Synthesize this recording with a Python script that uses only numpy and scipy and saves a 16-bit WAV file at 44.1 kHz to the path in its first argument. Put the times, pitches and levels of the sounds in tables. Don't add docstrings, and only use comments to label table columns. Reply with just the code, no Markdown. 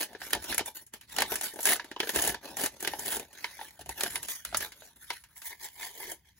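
import sys
import numpy as np
from scipy import signal
from scipy.fft import rfft, irfft, next_fast_len
from scipy.io import wavfile
from scipy.ndimage import uniform_filter1d

SR = 44100
rng = np.random.default_rng(int(sys.argv[2]) if len(sys.argv) > 2 else 0)


def waveform_to_disk(signal):
    frames = np.transpose(np.atleast_2d(signal))
    scaled = np.clip(frames, -1, 1) * 32767
    samples = np.round(scaled).astype(np.int16)
    wavfile.write(sys.argv[1], SR, samples)


N = 281799

# start_s [s], level_db [dB], body_db [dB], sizzle_db [dB], low_mode_hz [Hz], upper_mode_hz [Hz]
BUCKLES = [(.131, -44.5, 7, 0, 695, 1670), (0.1497, -37.5, 7, -17, 415, 1700),
           (0.2168, -29.5, -2.5, -11, 765, 1620), (0.306, -33.5, -14, 5.5, 880, 1660),
           (.332, -11.5, -6, -1, 435, 1810), (0.349, -24.5, 9, 1, 950, 1740),
           (0.441, -34, 4, 5.5, 312, 2580), (0.5257, -21.5, -23, -10, 725, 1730),
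           (.545, -26, -5, 7.5, 430, 1740), (0.5799, -18, -14, 8, 940, 2170),
           (0.5927, -19.5, 0.5, -5, 720, 2180), (0.6598, -42, -21, 16, 392, 2200),
           (.865, -58.5, -4, 15.5, 400, 3040), (0.9366, -36.5, -16, 6.5, 300, 3400),
           (1.0114, -43.5, -16, 3, 300, 3020), (1.164, -26, -16, 4.5, 820, 2900),
           (1.185, -13, -1, -3, 786, 1800), (1.205, -21.5, -9, 4, 440, 2950),
           (1.2205, -12, 4, 0, 1170, 2180), (1.3191, -24.5, 11.5, 0, 403, 2900),
           (1.3563, -25, -6.5, 8, 600, 1630), (1.4113, -25.5, -1, 5.5, 750, 1760),
           (1.5364, -50, 18.5, 15, 415, 1710), (1.5589, -42, 16, 7, 355, 1650),
           (1.5893, -32.5, 12, -3, 627, 1580), (1.6055, -38, -10, 12, 640, 3340),
           (1.6295, -36.5, -7, 16, 860, 3430), (1.6546, -18, -5, 10, 1085, 1660),
           (1.6678, -29.5, -11, 16, 930, 2220), (1.7629, -33.5, 5, 8, 427, 1560),
           (1.7967, -26.5, 0, -16, 970, 1700), (1.844, -39.5, 5.5, -0.5, 298, 1770),
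           (1.914, -31.5, 5, -6.5, 326, 1870), (1.9631, -34.5, 13.5, -17, 1010, 2960),
           (2.002, -12.5, -2.5, -10, 380, 3090), (2.0313, -26, 6.5, -13, 450, 1720),
           (2.072, -27, 3.5, -4, 427, 1610), (2.092, -18, 1, 0, 445, 1800),
           (2.1598, -17.5, 6, 5.5, 393, 1630), (2.189, -20.5, -4, -6, 428, 1750),
           (2.222, -30, -14, 17, 726, 1860), (2.2492, -28, -3, 8, 380, 2120),
           (2.2753, -25, 10, 12, 463, 2100), (2.3448, -26, 5, -5.5, 930, 1660),
           (2.569, -30, 3.5, 9, 750, 1840), (2.6368, -23.5, 7, 6.5, 308, 1730),
           (2.6606, -21, -2, 5.5, 407, 1680), (2.8048, -38, -4, 10, 300, 1930),
           (2.826, -34, 9.5, 11, 314, 1680), (2.8478, -21.5, -1, -3, 413, 1610),
           (2.8746, -15.5, -1, -1.5, 390, 2000), (2.935, -29, 10.5, -4.5, 863, 1820),
           (2.9926, -39, 10, 16, 930, 3080), (3.1266, -25.5, 1.5, 4, 398, 1870),
           (3.1669, -31, 11.5, 8, 404, 1470), (3.196, -34, 9, 8.5, 395, 2440),
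           (3.3294, -49, 6, 8.5, 845, 3100), (3.4431, -19.5, -6, -16, 975, 2140),
           (3.5913, -40.5, 7, -16, 895, 1730), (3.612, -34.5, 6, -17.5, 835, 1920),
           (3.7922, -45.5, 12, 4, 710, 4800), (3.8112, -42, 5, 3.5, 372, 2800),
           (3.86, -42.5, 9, 4.5, 700, 2870), (3.892, -30.5, 10.5, 7, 764, 2640),
           (4.008, -18.5, -8, 1.5, 687, 4140), (4.0344, -19, 0, 5.5, 380, 3920),
           (4.0617, -24, -2.5, -14, 680, 1620), (4.1567, -19, -9, -1, 935, 2060),
           (4.2294, -35, -15, 10.5, 890, 3530), (4.2847, -31, 0, 8, 1130, 3600),
           (4.45, -27, -9.5, 5.5, 677, 1360), (4.5266, -37, 6.5, -19, 700, 1400),
           (4.5458, -14.5, -3, -9.5, 608, 1350), (4.571, -34.5, -11.5, 21, 720, 1850),
           (4.6063, -27, -6, 2, 620, 4670), (4.72, -37, -8, -1.5, 318, 2100),
           (4.8204, -46, 5.5, -14, 630, 1530), (5.1035, -19, 0, -7.5, 960, 2120),
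           (5.2381, -45, -10, 2, 960, 2180), (5.364, -48, -18, -12, 915, 2120),
           (5.4183, -37, -8, 2.5, 640, 1880), (5.8307, -37, -8, -15, 966, 1800),
           (6.03, -37, -5, -21, 940, 2120), (6.1166, -42.5, 13, 16.5, 674, 1730)]


def gain_of(db):
    return 10 ** (np.asarray(db) / 20)


def evened(x):
    return x / np.sqrt(np.mean(x ** 2) + 1e-20)


def read(points, hz, axis=1):
    columns = np.transpose(points)
    return np.interp(np.log(hz + 1), np.log(columns[0] + 1), columns[axis])


def add(mix, s, sound):
    part = mix[:, max(round(s * SR), 0):][:, :sound.shape[1]]
    part += sound[:, :part.shape[1]]


def spectrum(x):
    size = 2 * next_fast_len(x.shape[-1] // 2 + 2048)
    return np.fft.rfftfreq(size, 1 / SR), rfft(x, size)


def registers(colour, hz, body_hz=750):
    body = read([(body_hz, 1), (body_hz * np.sqrt(3), 0)], hz)
    sizzle = read([(4500, 0), (8000, 1)], hz)
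    crackle = 1 - body - sizzle
    return np.array([body, crackle, sizzle]) * gain_of(read(colour, hz))


def coloured_noise(colour):
    hz, z = spectrum(rng.standard_normal((2, N)))
    return evened(irfft(z * gain_of(read(colour, hz)))[:, :N])


def movement(s, swell_s, fade_s, hold_s=0, roundness=1.283):
    swell_s, fade_s = max(swell_s, 1e-3), max(fade_s, 1e-3)
    first = max(round((s - 3 * swell_s) * SR), 0)
    last = min(round((s + hold_s + 3 * fade_s) * SR), N)
    near = np.arange(first, last)
    t = near / SR - s
    away = np.maximum(-t / swell_s, 0) + np.maximum((t - hold_s) / fade_s, 0)
    gain = np.zeros(N)
    gain[near] = gain_of(-20 * away ** roundness)
    return gain


def fibres(per_s, spread_db, ring_t60, clump_db, count=12):
    size = gain_of(spread_db * np.minimum(rng.exponential(1, N), 4.5))
    size *= rng.random(N) < per_s / SR
    clumps = evened(uniform_filter1d(rng.standard_normal(N), size=260))
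    size *= gain_of(clump_db * clumps)
    patch = rng.integers(0, count, N)
    t = np.arange(1024) / SR
    decay = np.exp(-t / 0.00055) + 0.74 * gain_of(-60 * t / ring_t60)
    rings = rng.standard_normal((count, 2, len(t))) * decay
    out = np.zeros((2, N))
    for k in range(count):
        hits = (size * (patch == k))[None]
        out += signal.oaconvolve(hits, rings[k], axes=1)[:, :N]
    power = uniform_filter1d((out ** 2).mean(0), size=1500)
    return out / np.sqrt(abs(power) + 1e-9)


def flexing(x, patchy_db, patch_hz, patch_s, size=512):
    overlap = size * 3 // 4
    hz, t, z = signal.stft(x, SR, nperseg=size, noverlap=overlap)
    field = rng.standard_normal(z.shape[1:])
    for _ in range(2):
        field = uniform_filter1d(field, max(round(patch_hz / hz[1]), 1), axis=0)
        field = uniform_filter1d(field, max(round(patch_s / t[1]), 1), axis=1)
    depth = read([(300, 0.09), (1500, 1)], hz)[:, None]
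    gain = evened(gain_of(patchy_db * evened(field) * depth))
    return signal.istft(z * gain, SR, nperseg=size, noverlap=overlap)[1][:, :N]


def stroke(moves, colour, grains, body_hz=750):
    power = np.zeros((3, N))
    for gain, level_db, body_db, sizzle_db in moves:
        on = gain > 0
        balance = gain_of([[body_db], [0], [sizzle_db]])
        power[:, on] += (gain[on] * gain_of(level_db) * balance) ** 2
    hz, z = spectrum(grains)
    bands = registers(colour, hz, body_hz)
    return sum(np.sqrt(p) * irfft(z * band)[:, :N] for p, band in zip(power, bands))


def background():
    # pitch_hz [Hz], level_db [dB]
    colour = [(18, -33), (30, 12.5), (921, -10.5), (1260, -0.5), (2070, 9), (6720, -15.5), (8500, -34.5),
              (10200, -27), (13300, -31), (15500, -18.5)]
    return gain_of(-83.5) * coloured_noise(colour)


def rips():
    # start_s [s], length_s [s], level_db [dB], body_db [dB], sizzle_db [dB]
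    runs = [(0.0, 0.029, -27.5, -4.5, -4.5), (1.676, 0.057, -20.5, -2.5, -4), (2.161, 0.14, -28, 2, -2.5),
            (2.599, 0.055, -30, 2.5, -1.5), (3.063, 0.097, -32, 0.5, -.5)]
    # pitch_hz [Hz], level_db [dB]
    colour = [(25, -31), (60, -20), (150, -7.5), (250, -1), (400, 6), (520, 1), (750, 3.5), (1200, -9),
              (1750, 2.5), (2400, -3), (3000, -0.8), (5000, -3.3), (6500, -3), (9000, 5), (14000, 1.5)]
    attack_s, release_s = 0.032, 0.036
    grains = fibres(per_s=2400, spread_db=4.0, ring_t60=0.031, clump_db=0.0)
    grains = flexing(grains, patchy_db=2.5, patch_hz=380, patch_s=.012)
    moves = ((movement(s, attack_s, release_s, length), *grip) for s, length, *grip in runs)
    return stroke(moves, colour, grains)


def puffs():
    # [dB, ahead of the mix]
    gusts = [(.2, 0.17, 0.18, -65), (.375, .07, 0.066, -46), (.51, 0.037, 0.043, -48),
             (.6, 0.046, .08, -51), (1.24, 0.25, 0.076, -57), (1.32, .04, 0.1, -57), (1.71, .15, 0.2, -61),
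             (2.175, 0.022, .08, -44), (2.29, .08, 0.091, -46), (2.63, 0.25, 0.18, -59),
             (2.91, 0.062, 0.38, -58.5), (3.18, .12, 0.064, -60), (3.81, .04, 0.048, -56),
             (3.91, 0.15, 0.043, -52.5), (4.11, 0.18, 0.21, -55.5), (4.57, 0.14, 0.12, -49.5)]
    # pitch_hz [Hz], level_db [dB]
    colour = [(20, -54), (32, -37.5), (42, -15), (57, -1), (100, -9.5), (150, -10), (300, -21.5),
              (900, -75)]
    draught_db = -70.5
    power = sum((gain_of(db) * movement(s, swell, fade)) ** 2 for s, swell, fade, db in gusts)
    return np.sqrt(power + gain_of(draught_db) ** 2) * coloured_noise(colour)


def rustle():
    # strongest_s [s], swell_s [s], fade_s [s], level_db [dB], body_db [dB], sizzle_db [dB]
    brush_rows = [(.11, 0.087, 0.091, -49, 7.5, -7), (0.243, 0.059, 0.14, -34, -3.5, -3.5),
                  (0.376, 0.075, 0.013, -38.5, 15, -12), (.455, 0.098, .04, -36, -3, -0.5),
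                  (0.511, 0.051, 0.064, -25, 0, -4.5), (0.612, 0.051, 0.017, -27, 2.5, -16),
                  (.675, 0.027, 0.043, -32.5, -0.5, -2.5), (.762, .016, 0.051, -37, -8.5, 4.5),
                  (.82, 0.026, 0.027, -52.5, 5.5, 10), (.942, 0.017, .05, -41, 2, -2),
                  (1.04, 0.037, 0.027, -50, -6, -4), (1.12, 0.045, 0.18, -39, -9.5, -2.5),
                  (1.201, 0.055, .1, -26, 2.5, -11), (1.327, 0.071, 0.097, -31, 0.5, 4),
                  (1.441, 0.031, 0.088, -27, -6, 1.5), (1.64, 0.071, .06, -37, -5.5, 7.5),
                  (1.81, 0.051, 0.24, -48.5, 4, -8), (2.04, 0.049, 0.15, -40.5, 1, 3),
                  (2.105, .03, 0.035, -36.5, 2.5, 6), (2.15, 0.034, 0.038, -29.5, 7.5, -5),
                  (2.33, 0.059, 0.073, -39.5, 6.5, -13), (2.452, 0.039, 0.14, -35, 4, -8),
                  (2.52, 0.049, 0.07, -50.5, 14, 2), (2.74, 0.089, 0.096, -48, 5, -2),
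                  (2.85, 0.1, 0.4, -38, 4, -2), (3.02, 0.093, 0.11, -39, 0.5, 4),
                  (3.22, 0.05, 0.056, -42.5, 7, -4.5), (3.375, 0.072, 0.12, -44, -2.5, -8.5),
                  (3.462, 0.18, 0.29, -41.5, -5.5, -3), (3.635, 0.12, 0.16, -43.5, -1.5, 2),
                  (3.82, 0.048, 0.012, -43.5, -5, -2), (3.915, 0.019, 0.025, -38, -7.5, 2.5),
                  (4.0, 0.054, 0.058, -35, 2.5, 2.5), (4.07, 0.093, 0.021, -27, -1.5, -2),
                  (4.11, 0.041, 0.092, -35, -6, 2.5), (4.164, 0.051, 0.06, -36.5, 2.5, -3),
                  (4.252, 0.049, 0.024, -38.5, 0.5, 3), (4.303, 0.035, 0.11, -31.5, -12.5, 3),
                  (4.48, .03, 0.07, -40.5, -3.5, -4.5), (4.633, 0.11, 0.062, -30, -4, -1),
                  (4.851, 0.18, 0.1, -47.5, -1, 0.5), (4.962, 0.01, 0.041, -54.5, 4, 4.5),
                  (5.039, 0.059, 0.047, -48, -7.5, 5.5), (5.124, 0.059, 0.11, -39, -18, -0.5),
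                  (5.31, 0.081, 0.24, -58, -7, -2), (6.385, 0.044, .05, -61.5, -5, 6)]
    # pitch_hz [Hz], level_db [dB]
    colour = [(25, -40), (60, -14.5), (150, -3.2), (300, 6), (450, 2), (650, 4), (900, -2), (1250, -7),
              (1750, 1.5), (2600, -4.5), (3500, -2.5), (5500, -4.5), (9000, -3), (12000, -2), (14500, -5.5)]
    lead_s, lead_db, lead_body_db = 0.0084, -16.5, -9.5
    grains = fibres(per_s=4500, spread_db=2.5, ring_t60=0.028, clump_db=3.0)
    grains = flexing(grains, patchy_db=5.0, patch_hz=260, patch_s=.035)
    moves = [(movement(s, swell, fade), *grip) for s, swell, fade, *grip in brush_rows]
    for s, level_db, body_db, sizzle_db, *_ in BUCKLES:
        lead_rustle = movement(s, lead_s, lead_s)
        moves.append((lead_rustle, level_db + lead_db, body_db + lead_body_db, sizzle_db))
    return stroke(moves, colour, grains)


def snap(level_db, body_db, sizzle_db, low_hz, upper_hz, mode_db, t60, crack=0.43, size=6144):
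    # pitch_hz [Hz], level_db [dB]
    colour = [(60, -21.5), (150, -13.5), (300, -1.5), (450, -2.5), (800, -1.2), (1100, -6.5), (1600, 1.5),
              (2300, -0.76), (3200, -0.7), (5500, -2.5), (9000, -1), (14500, -10)]
    t, hz = np.arange(size) / SR, np.fft.rfftfreq(size, 1 / SR)
    bands = registers(colour, hz) * gain_of([[body_db], [0], [sizzle_db]])
    bands = bands * hz ** 2 / np.hypot(hz ** 2, (0.35 * low_hz) ** 2)
    out = np.zeros((2, size))
    rises_s = (.0022, .0003, .00015)
    ring_t60s = (0.72 * t60, t60, 0.52 * t60)
    for band, rise_s, ring_t60 in zip(bands, rises_s, ring_t60s):
        fall = gain_of(-60 * t / ring_t60) + crack * np.exp(-t / 0.00013)
        noise = irfft(rfft(rng.standard_normal((2, size))) * band)
        burst = (1 - np.exp(-t / rise_s)) * fall * noise
        out += np.sqrt(np.mean(band ** 2)) * evened(burst)
    for mode_hz, width_hz in (low_hz, 110), (upper_hz, 170):
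        lift = gain_of(max(mode_db, 0)) ** 2 - 1
        power = lift * np.interp(mode_hz, hz, bands.sum(0)) ** 2 * np.pi * width_hz / SR
        tone = np.sin(2 * np.pi * (mode_hz * t + rng.random((2, 1))))
        ring = tone * np.exp(-np.pi * width_hz * t)
        out += np.sqrt(power) * evened(ring * (1 - np.exp(-t * mode_hz / 2)))
    decay = gain_of(-60 * t / t60)
    return gain_of(level_db) * np.sqrt(np.mean(decay ** 2)) * out


def snaps():
    firm_db, firm_t60_s, doubling_db = -16, 0.051, 27
    base_mode_db, dull_ring = 7, 0.33
    out = np.zeros((2, N))
    for s, level_db, body_db, sizzle_db, low_hz, upper_hz in BUCKLES:
        t60 = firm_t60_s * 2 ** ((firm_db - level_db) / doubling_db)
        mode_db = base_mode_db + dull_ring * max(-sizzle_db, 0)
        add(out, s, snap(level_db, body_db, sizzle_db, low_hz, upper_hz, mode_db, t60))
    return out


def slow_tear():
    # strongest_s [s], swell_s [s], fade_s [s], level_db [dB], body_db [dB], sizzle_db [dB]
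    pulls = [(5.37, 0.019, 0.064, -49, -15, 4.5), (5.465, 0.042, 0.082, -38, -17.5, 4),
             (5.517, 0.026, 0.043, -37.5, -4.5, -14), (5.61, 0.012, 0.033, -44, -10, -2),
             (5.647, 0.062, 0.066, -34.5, -9, -4), (5.775, 0.094, .05, -51.5, -8, 3),
             (5.834, .08, 0.11, -33, -8, -2.5), (6.015, 0.13, 0.14, -38.5, 0.5, -1.5),
             (6.11, 0.13, 0.048, -38, 7.5, -1.5), (6.282, 0.058, 0.062, -53, -7.5, -8.5)]
    # pitch_hz [Hz], level_db [dB]
    colour = [(60, -18), (170, -13.5), (250, -4), (370, 3), (620, 0.5), (950, -1), (1350, -18.5),
              (1750, 4.5), (2200, 5.5), (2700, -15), (3200, 0.5), (3750, -5.5), (4400, -2.5), (5500, -4),
              (6800, 0), (12000, 0), (14500, 1)]
    grains = fibres(per_s=3000, spread_db=3.5, ring_t60=0.027, clump_db=1.0)
    grains = flexing(grains, patchy_db=4.0, patch_hz=260, patch_s=0.017)
    moves = ((movement(s, swell, fade), *grip) for s, swell, fade, *grip in pulls)
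    return stroke(moves, colour, grains, body_hz=530)


def hollow(x):
    # centre_hz [Hz], width_hz [Hz], level_db [dB]
    resonances = [(423, 15, 5.5), (497, 28, -8), (921, 100, 7), (1680, 17, 4), (2970, 28, 5.5)]
    hz, z = spectrum(x)
    for centre_hz, width_hz, db in resonances:
        z = z * (1 + (gain_of(db) - 1) / (1 + 2j * (hz - centre_hz) / width_hz))
    return irfft(z)[:, :N]


def room(x):
    # pitch_hz [Hz], t60_s [s]
    decay_times = [(200, 0.14), (1500, 0.11), (6000, 0.16), (15000, 0.04)]
    late = np.arange(SR // 2) > .007 * SR
    taps = rng.standard_normal((2, SR // 2)) * late
    hz, t, z = signal.stft(taps, SR, nperseg=256)
    decay = gain_of(-60 * t / read(decay_times, hz)[:, None])
    tail = signal.istft(z * decay, SR)[1]
    return signal.fftconvolve(x, tail / np.linalg.norm(tail[0]), axes=1)[:, :N]


def ports(x):
    pair = [(350, 0.96, 0.19, 1.0), (1000, 0.89, 0.27, 2.0), (1700, 0.8, 0.02, 0.4),
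            (2400, 0.52, 0.82, -0.4), (3100, 0.62, 1.67, -1.8), (4000, 0.25, 1.45, -1.2),
            (4800, 0.16, 1.67, -2.3), (5400, 0.28, 2.72, -4.1), (6000, 0.25, 0.14, -2.6),
            (6700, 0.6, -0.75, -0.2), (7400, 0.65, -1.86, 0.4), (8150, 0.97, -3.06, 0.2),
            (8900, 0.96, -3.28, 0.2), (9700, 0.61, -4.69, 0.1), (10400, 0.87, -6.08, 0.5),
            (11600, 0.94, -6.38, 0.4), (12200, 0.64, -8.03, 0.8), (12900, 0.95, -9.35, -0.2),
            (13900, 0.92, -9.52, 0.1), (14500, 0.41, -10.97, -0.3), (15200, 0.88, -12.47, 0.1)]
    hz, (shared, apart) = spectrum(x)
    same = np.clip(read(pair, hz, axis=1), 0, 1)
    shared = shared * np.sqrt((1 + same) / 2)
    apart = apart * np.sqrt((1 - same) / 2)
    lean = np.exp(.5j * read(pair, hz, axis=2)) * gain_of(read(pair, hz, axis=3) / 2)
    return irfft(np.array([(shared + apart) * lean, (shared - apart) / lean]))[:, :N]


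def scene():
    tearing = gain_of(-0.42) * rips() + gain_of(-0.63) * slow_tear()
    handling = gain_of(-0.17) * rustle() + gain_of(-1.66) * snaps()
    paper = hollow(tearing + handling)
    air = gain_of(-0.5) * puffs()
    return ports(paper + gain_of(-15.0) * room(paper) + air + background())


def record(dry):
    edge_hz = 15900
    low_pass = signal.firwin(511, edge_hz, window=("kaiser", 9), fs=SR)
    return signal.oaconvolve(dry, low_pass[None], "same")


dry = scene()
out = record(dry)
waveform_to_disk(out)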